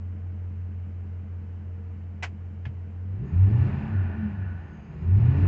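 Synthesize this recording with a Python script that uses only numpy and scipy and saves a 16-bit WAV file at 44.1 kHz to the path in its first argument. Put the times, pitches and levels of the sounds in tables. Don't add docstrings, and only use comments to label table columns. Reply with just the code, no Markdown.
import sys
import numpy as np
from scipy import signal
from scipy.fft import rfft, irfft, next_fast_len
from scipy.io import wavfile
from scipy.ndimage import uniform_filter1d, map_coordinates

SR = 44100
rng = np.random.default_rng(int(sys.argv[2]) if len(sys.argv) > 2 else 0)


def invert_db(level):
    return 10 ** (np.asarray(level, dtype=float) / 20)


def inscribe(sig):
    pcm = np.round(np.clip(np.atleast_2d(sig).T, -1, 1) * 32767)
    wavfile.write(sys.argv[1], SR, pcm.astype(np.int16))


N = 241602

IDLE_HZ, MIDDLE_HZ = 5.5, 10
STEP = 32


def unit(x):
    return x / np.sqrt(np.mean(x ** 2) + 1e-20)


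def curves(rows):
    time_s, *columns = np.transpose(rows)
    return [np.interp(np.arange(N) / SR, time_s, column) for column in columns]


def wobble(rate_hz, step=1):
    knots = rng.standard_normal(int(N * rate_hz / SR) + 4)
    return map_coordinates(knots, [np.arange(0, N, step) * rate_hz / SR])


def bell(hz, centre_hz, width_hz):
    return 1 / (1 + (2 * (hz - centre_hz) / width_hz) ** 2)


def noise(spectrum, rings=(), count=N):
    size = next_fast_len(count + 8192)
    hz = np.fft.rfftfreq(size, 1 / SR)
    f, level_db = np.transpose(spectrum)
    db = np.interp(np.log(hz + 1), np.log(f + 1), level_db)
    db = db + sum(lift_db * bell(hz, centre, width) for centre, width, lift_db in rings)
    return unit(irfft(rfft(rng.standard_normal(size)) * invert_db(db), size)[:count])


def modes(table, hz):
    return sum(gain * 1j * hz * width / (f * f - hz * hz + 1j * hz * width) for f, width, gain in table)


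def firing_beat(angle):
    return np.cos(2 * np.pi * 8 * angle)


def near_bank(angle):
    return np.cos(2 * np.pi * (angle - .91))


# f/Hz, level/dB per Hz
RUMBLE_SPECTRUM = [(12, -40), (25, -16), (45, -3), (90, 2), (150, 0), (215, 0), (245, -8), (450, -10),
                   (600, -30), (1000, -90)]
# f/Hz, level/dB per Hz
CAB_SPECTRUM = [(210, -26.5), (350, -7.5), (468, -8.5), (520, -9.5), (813, -11), (1130, -15), (1490, -16),
                (2200, -19), (3050, -24.5), (3350, -35), (5000, -38), (7600, -41.5), (8100, -58),
                (8300, -120)]
# f/Hz, width/Hz, lift/dB
DASH_RINGS = [(295, 14, 4), (403, 16, 4), (463, 12, 7), (625, 40, 3), (702, 16, 3), (1500, 60, 3)]


def cab_noise():
    rumble = invert_db(-56) * noise(RUMBLE_SPECTRUM)
    return rumble + invert_db(-60 + 0.1 * wobble(9.8)) * noise(CAB_SPECTRUM, DASH_RINGS)


# t/s, snap level/dB, thud level/dB, ring f/Hz, treble tilt/dB per octave
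TRIM_CLICKS = [
    (2.225, -36, -64, 2040, 2),
    (2.2299, -31, -43, 2000, 5),
    (2.238, -31.5, -75, 1563, -4.5),
    (2.6533, -42, -52, 1704, -11),
    (2.666, -54.5, -26, 850, -4),
]
# f/Hz, level/dB per Hz
TRIM_SPECTRUM = [(120, -39), (280, -6.5), (450, -15.5), (750, -1), (1100, -6.5), (1400, -4.5), (2000, -3),
                 (2420, -3.5), (3050, -10), (3600, -19), (4500, -18.5), (6500, -22.5), (7800, -27.5),
                 (8400, -48), (8800, -120)]
SNAP_T60_S, RING_T60_S, THUD_T60_S = 0.093, 0.034, 0.18
OVERTONE_RATIO = 1.94


def trim():
    out = np.zeros(N + SR)
    t = np.arange(SR // 4) / SR
    for start_s, snap_db, thud_db, ring_hz, tilt_db in TRIM_CLICKS:
        colour = [(hz, db + tilt_db * max(0, np.log2(hz / 3300))) for hz, db in TRIM_SPECTRUM]
        burst = invert_db(-60 * t / SNAP_T60_S) * noise(colour, count=len(t))
        ring = np.sin(2 * np.pi * ring_hz * t) + 0.23 * np.sin(2 * np.pi * OVERTONE_RATIO * ring_hz * t)
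        snap = burst + invert_db(2.5 - 60 * t / RING_T60_S) * ring
        snap = invert_db(snap_db) * (1 - np.exp(-t / 0.00042)) * snap
        thud = invert_db(thud_db - 60 * t / THUD_T60_S) * (1 - np.exp(-t / 0.00064)) * np.sin(2 * np.pi * 122 * t)
        out[round(start_s * SR):][:len(t)] += snap + thud
    return out[:N]


# order, level/dB
BELT_ORDERS = [(53.9, -71), (73.3, -69.5), (84, -63), (127.5, -78)]


def belts(angle, cycle_hz):
    out = np.zeros(N)
    fade_db = -7 * np.log2(cycle_hz / IDLE_HZ)
    for order, db in BELT_ORDERS:
        level = invert_db(db + fade_db + 1.2 * wobble(8))
        out += level * np.sin(2 * np.pi * order * angle + .3 * wobble(12))
    return out


EDGE_HZ, EDGE_HZ_PER_OCTAVE, EDGE_HZ_PER_DB = 6800, 460, 10.5
FLOW_DB, FLOW_DB_PER_OCTAVE = -87.5, 10
CATCH_DB, CATCH_HZ, CATCH_WIDTH_HZ, SHUT_DB = -80.5, 9.4, 1.2, -24


def whistle(cycle_hz, throttle_db):
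    octaves = np.log2(cycle_hz / MIDDLE_HZ)
    edge_hz = EDGE_HZ + EDGE_HZ_PER_OCTAVE * octaves + EDGE_HZ_PER_DB * throttle_db
    phase = 2 * np.pi * np.cumsum(edge_hz) / SR
    catch = invert_db(CATCH_DB + .25 * (SHUT_DB - throttle_db))
    catch = catch * np.exp(-((cycle_hz - CATCH_HZ) / CATCH_WIDTH_HZ) ** 4)
    flow = invert_db(FLOW_DB + FLOW_DB_PER_OCTAVE * octaves + 0.44 * throttle_db)
    upper = wobble(500) * np.sin(phase)
    lower = invert_db(-3) * wobble(400) * np.sin(.745 * phase)
    return (catch + flow) * (upper + lower)


# f/Hz, level/dB per Hz
SHIELD_SPECTRUM = [(1100, -59.5), (1350, -10), (1480, 5.5), (1600, -7.5), (1720, 1), (1900, -8.5),
                   (2100, -32), (2600, -82.5)]


def shield(angle, level):
    return level * invert_db(0.46 * wobble(25)) * (1 + 0.17 * firing_beat(angle)) * noise(SHIELD_SPECTRUM)


# f/Hz, width/Hz, lift/dB
COVER_RINGS = [(810, 83, 2.5), (1460, 110, 2), (1720, 70, 2), (2350, 120, 0.5), (2750, 130, 3.5),
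               (4080, 59, 3)]
# f/Hz, level/dB per Hz
INTAKE_SPECTRUM = [(2000, -51), (3000, -11), (3400, 2), (4100, 0), (5200, -5), (5700, -10.5), (7000, -12.5),
                   (7700, -16), (8100, -36), (8300, -120)]


def intake(level):
    return level * invert_db(0.69 * wobble(20)) * noise(INTAKE_SPECTRUM, COVER_RINGS)


# f/Hz, level/dB per Hz
GEAR_SPECTRUM = [(320, -26), (550, -1), (770, 0.5), (1200, -3), (1270, -5), (1480, -6.5), (1600, -11.5),
                 (1740, -2), (2150, -10), (2420, -7), (3050, -16), (3960, -46), (6710, -120)]


def valve_gear(angle, level):
    pulse = 1 + 0.086 * firing_beat(angle)
    return level * invert_db(0.59 * wobble(11)) * pulse * noise(GEAR_SPECTRUM, COVER_RINGS)


# f/Hz, level/dB per Hz
KNOCK_SPECTRUM = [(230, -39.5), (292, 0), (350, -9), (460, -4.5), (590, -7), (720, -41), (900, -120)]


def floor_knock(angle):
    return invert_db(-67) * (.5 + .5 * near_bank(angle)) ** 2 * noise(KNOCK_SPECTRUM)


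# f/Hz, level/dB per Hz
GROWL_SPECTRUM = [(25, -40), (45, -3.5), (100, -0.5), (220, -3.5), (245, -16.5), (300, -12), (420, -18),
                  (490, -33.5), (700, -37), (910, -58), (1540, -120)]
# f/Hz, width/Hz, lift/dB
PANEL_RINGS = [(163, 140, 7), (189, 48, -2.5), (215, 8.5, 8), (288, 9.2, 7.5), (376, 41, 6.5), (416, 12, 7)]


def growl(angle, level):
    pulse = 1 + 0.24 * firing_beat(angle)
    return level * invert_db(0.5 * wobble(40)) * pulse * noise(GROWL_SPECTRUM, PANEL_RINGS)


# level/dB, rise/dB per octave of speed, share/dB per dB of throttle
LAYER_LEVELS = [
    (-40.5, 10.5, 0.12),
    (-55.5, 12.5, 0.08),
    (-76.5, 10, .22),
    (-69.5, 14.5, -0.38),
]
WAKE_HZ, BUZZ_FROM_HZ, BUZZ_SPAN_HZ = 5.6, 8.6, 2.2
SURGE_DB = 2


def layer_levels(cycle_hz, throttle_db):
    octaves = np.log2(cycle_hz / MIDDLE_HZ)
    awake = np.clip(14 * (cycle_hz / WAKE_HZ - 1), .03, 1)
    levels = [awake * invert_db(db + rise_db * octaves + share * throttle_db) for db, rise_db, share in LAYER_LEVELS]
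    surge = uniform_filter1d(np.gradient(np.log2(cycle_hz)) * SR, size=SR // 10)
    levels[0] = levels[0] * invert_db(SURGE_DB * np.clip(surge, 0, None))
    levels[-1] = levels[-1] * np.clip((cycle_hz - BUZZ_FROM_HZ) / BUZZ_SPAN_HZ, .1, 1)
    return levels


# exhaust level/dB, exhaust lag/crank deg, block level/dB, block lag/crank deg
CYLINDER_BLOWS = [(-9.6, -3.0, 0.5, -37.2), (2.9, -5.1, -5.3, -50.5), (4.4, -5.5, -4.9, -26.6),
                  (1.2, -6.5, 2.4, -37.6), (4.4, -8.4, 1.1, -44.0), (3.5, -9.8, -0.3, -41.3),
                  (-6.6, 24.6, -1.1, -38.8), (-0.2, -12.4, 7.6, -44.3)]
# f/Hz, width/Hz, signed gain
BOOM_MODES = [(57.27, 11.0, 1.23), (95.61, 26.8, -1.46), (126.9, 26.99, 0.52)]
# f/Hz, width/Hz, signed gain
BLOCK_MODES = [(148, 34, -.5), (210, 20.7, -2.09), (213.9, 18.9, 2.05), (279.3, 40.6, -.08)]


def strength(order, cycle_hz, exhaust=1):
    exhaust_db, exhaust_lag_deg, block_db, block_lag_deg = np.transpose(CYLINDER_BLOWS)

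    def blows(db, lag_deg):
        turns = np.arange(8) / 8 + lag_deg / 720
        return np.sum(invert_db(db) * np.exp(-2j * np.pi * order * turns))

    hz = order * cycle_hz
    bass_cut = (1j * hz / (70 + 1j * hz)) ** 2
    boom = exhaust * blows(exhaust_db, exhaust_lag_deg) * modes(BOOM_MODES, hz)
    block = blows(block_db, block_lag_deg) * modes(BLOCK_MODES, hz)
    return bass_cut * (boom + block)


STRONG_ORDERS = [
    5,
    6,
    7,
    8,
    16,
]
# pipe level/dB, mount level/dB, pipe change off idle/dB
STRONG_LEVELS = [(-16.5, -32, 0.5), (-36.5, -17, 1.5), (-41, -28.5, 0.5), (-10.5, -23.5, 0),
                 (-13, -36.5, -8)]
# f/Hz, level/dB
PIPE_RESPONSE = [(28, -46.5), (45, -31.5), (60, -13.5), (78, -17), (94, 1), (107, -4), (128, -7.5),
                 (148, -21.5), (290, -24)]
# f/Hz, width/Hz, lift/dB
TAIL_PIPE_RINGS = [(162, 12, 23), (298, 11, 13)]
# f/Hz, width/Hz, level/dB
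MOUNT_MODES = [(95.1, 10.4, 0.5), (151, 18, -14.5), (208.9, 16, 5.5)]
# f/Hz, width/Hz, lift/dB
BODY_CANCEL = (101.8, 5, -17)


def strong(order, hz, throttle_db, revved):
    pipe_db, mount_db, revved_db = STRONG_LEVELS[STRONG_ORDERS.index(order)]
    f, db = np.transpose(PIPE_RESPONSE)

    def lift(centre_hz, width_hz, top_db):
        return top_db * revved * bell(hz, centre_hz, width_hz)

    pulse_db = pipe_db + revved_db * revved + throttle_db + np.interp(np.log(hz), np.log(f), db)
    pulse_db = pulse_db + lift(106, 1.7, -9)
    if order == STRONG_ORDERS[-1]:
        pulse_db = pulse_db + sum(lift(*ring) for ring in TAIL_PIPE_RINGS)
    body = sum(invert_db(top_db) * bell(hz, centre, width) for centre, width, top_db in MOUNT_MODES)
    shaking = revved * invert_db(mount_db + lift(*BODY_CANCEL)) * body
    return np.hypot(invert_db(pulse_db), shaking)


OVERRUN_SHARE, IDLE_THROTTLE_DB = .6, -13.5


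def firing(cycle_hz, angle, load_db, throttle_db):
    out = np.zeros(N)
    samples = np.arange(N)
    slow_hz, slow_angle = cycle_hz[::STEP], angle[::STEP]
    slow_load_db, slow_throttle_db = load_db[::STEP], throttle_db[::STEP]
    revved = np.clip(slow_hz / IDLE_HZ - 1, 0, 1)
    shut_db = np.clip(slow_throttle_db - IDLE_THROTTLE_DB - 4 * (1 - revved), None, 0)
    exhaust = invert_db(OVERRUN_SHARE * shut_db * revved)
    for order in range(2, 60):
        hz = order * slow_hz
        if order in STRONG_ORDERS:
            phase = np.angle(strength(order, IDLE_HZ))
            size = strong(order, hz, slow_throttle_db, revved) * np.exp(1j * phase)
            scatter_db = .35 + (order / 9) ** 2 * revved
        else:
            drown_db = -8 * revved / (1 + (170 / hz) ** 4)
            size = strength(order, slow_hz, exhaust) * invert_db(-59.0 + slow_load_db + drown_db)
            scatter_db = 1.2 + 3 * revved
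        if order in (3, 11):
            size = size * invert_db(4.2 * revved - 8 * revved / (1 + (200 / hz) ** 12))
        if 30 < order < 43:
            size = size * (.95 + .3 * near_bank(slow_angle))
        jitter = np.exp(.03j * order * revved * wobble(16, STEP))
        size = size * invert_db(scatter_db * wobble(9, STEP)) * jitter
        size = np.interp(samples, samples[::STEP], size)
        out += np.real(size * np.exp(2j * np.pi * order * angle))
    return out


# t/s, four-stroke cycles per s
SPEED_CURVE = [(0.0, 5.55), (0.5, 5.565), (1.1, 5.505), (2.3, 5.474), (3.0, 5.53), (3.165, 6.05),
               (3.3, 9.8), (3.45, 12.1), (3.63, 16.1), (3.73, 17.0), (3.9, 16.65), (4.3, 12.65),
               (4.58, 10.9), (4.85, 9.3), (5.0, 9.75), (5.15, 12.0), (5.27, 15.4), (5.48, 19.4)]
# t/s, level/dB (0 = wide open)
THROTTLE_CURVE = [(0, -12.5), (.7, -12.5), (1.5, -14), (2.7, -14.5), (3.1, -14.5), (3.2, -13),
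                  (3.31, -14.5), (3.34, 1.5), (3.6, -1.5), (3.72, -6), (3.87, -10), (3.96, -24),
                  (4.85, -32), (4.92, -16), (5.02, -10), (5.09, -1.5), (5.33, 1), (5.48, -0.5)]
# cycles per s, level/dB
BURN_CURVE = [(5.5, -1.5), (7.5, 2), (9.5, 0), (12, 5), (14, 13.5), (17, 12)]
START_CYCLES = -.018
BURN_DB_PER_THROTTLE_DB = 0.086


def scene():
    (cycle_hz,), (throttle_db,) = curves(SPEED_CURVE), curves(THROTTLE_CURVE)
    angle = START_CYCLES + np.cumsum(cycle_hz) / SR
    load_db = np.interp(cycle_hz, *np.transpose(BURN_CURVE)) + BURN_DB_PER_THROTTLE_DB * throttle_db
    growl_level, gear_level, intake_level, shield_level = layer_levels(cycle_hz, throttle_db)
    mix = cab_noise() + trim()
    mix += belts(angle, cycle_hz) + whistle(cycle_hz, throttle_db)
    mix += shield(angle, shield_level) + intake(intake_level) + valve_gear(angle, gear_level)
    mix += floor_knock(angle) + growl(angle, growl_level)
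    mix += firing(cycle_hz, angle, load_db, throttle_db)
    return mix[None]


def top_cut(x):
    return signal.sosfilt(signal.butter(12, 8230, fs=SR, output="sos"), x)


def record(dry):
    return top_cut(dry)


dry = scene()
out = record(dry)
inscribe(out)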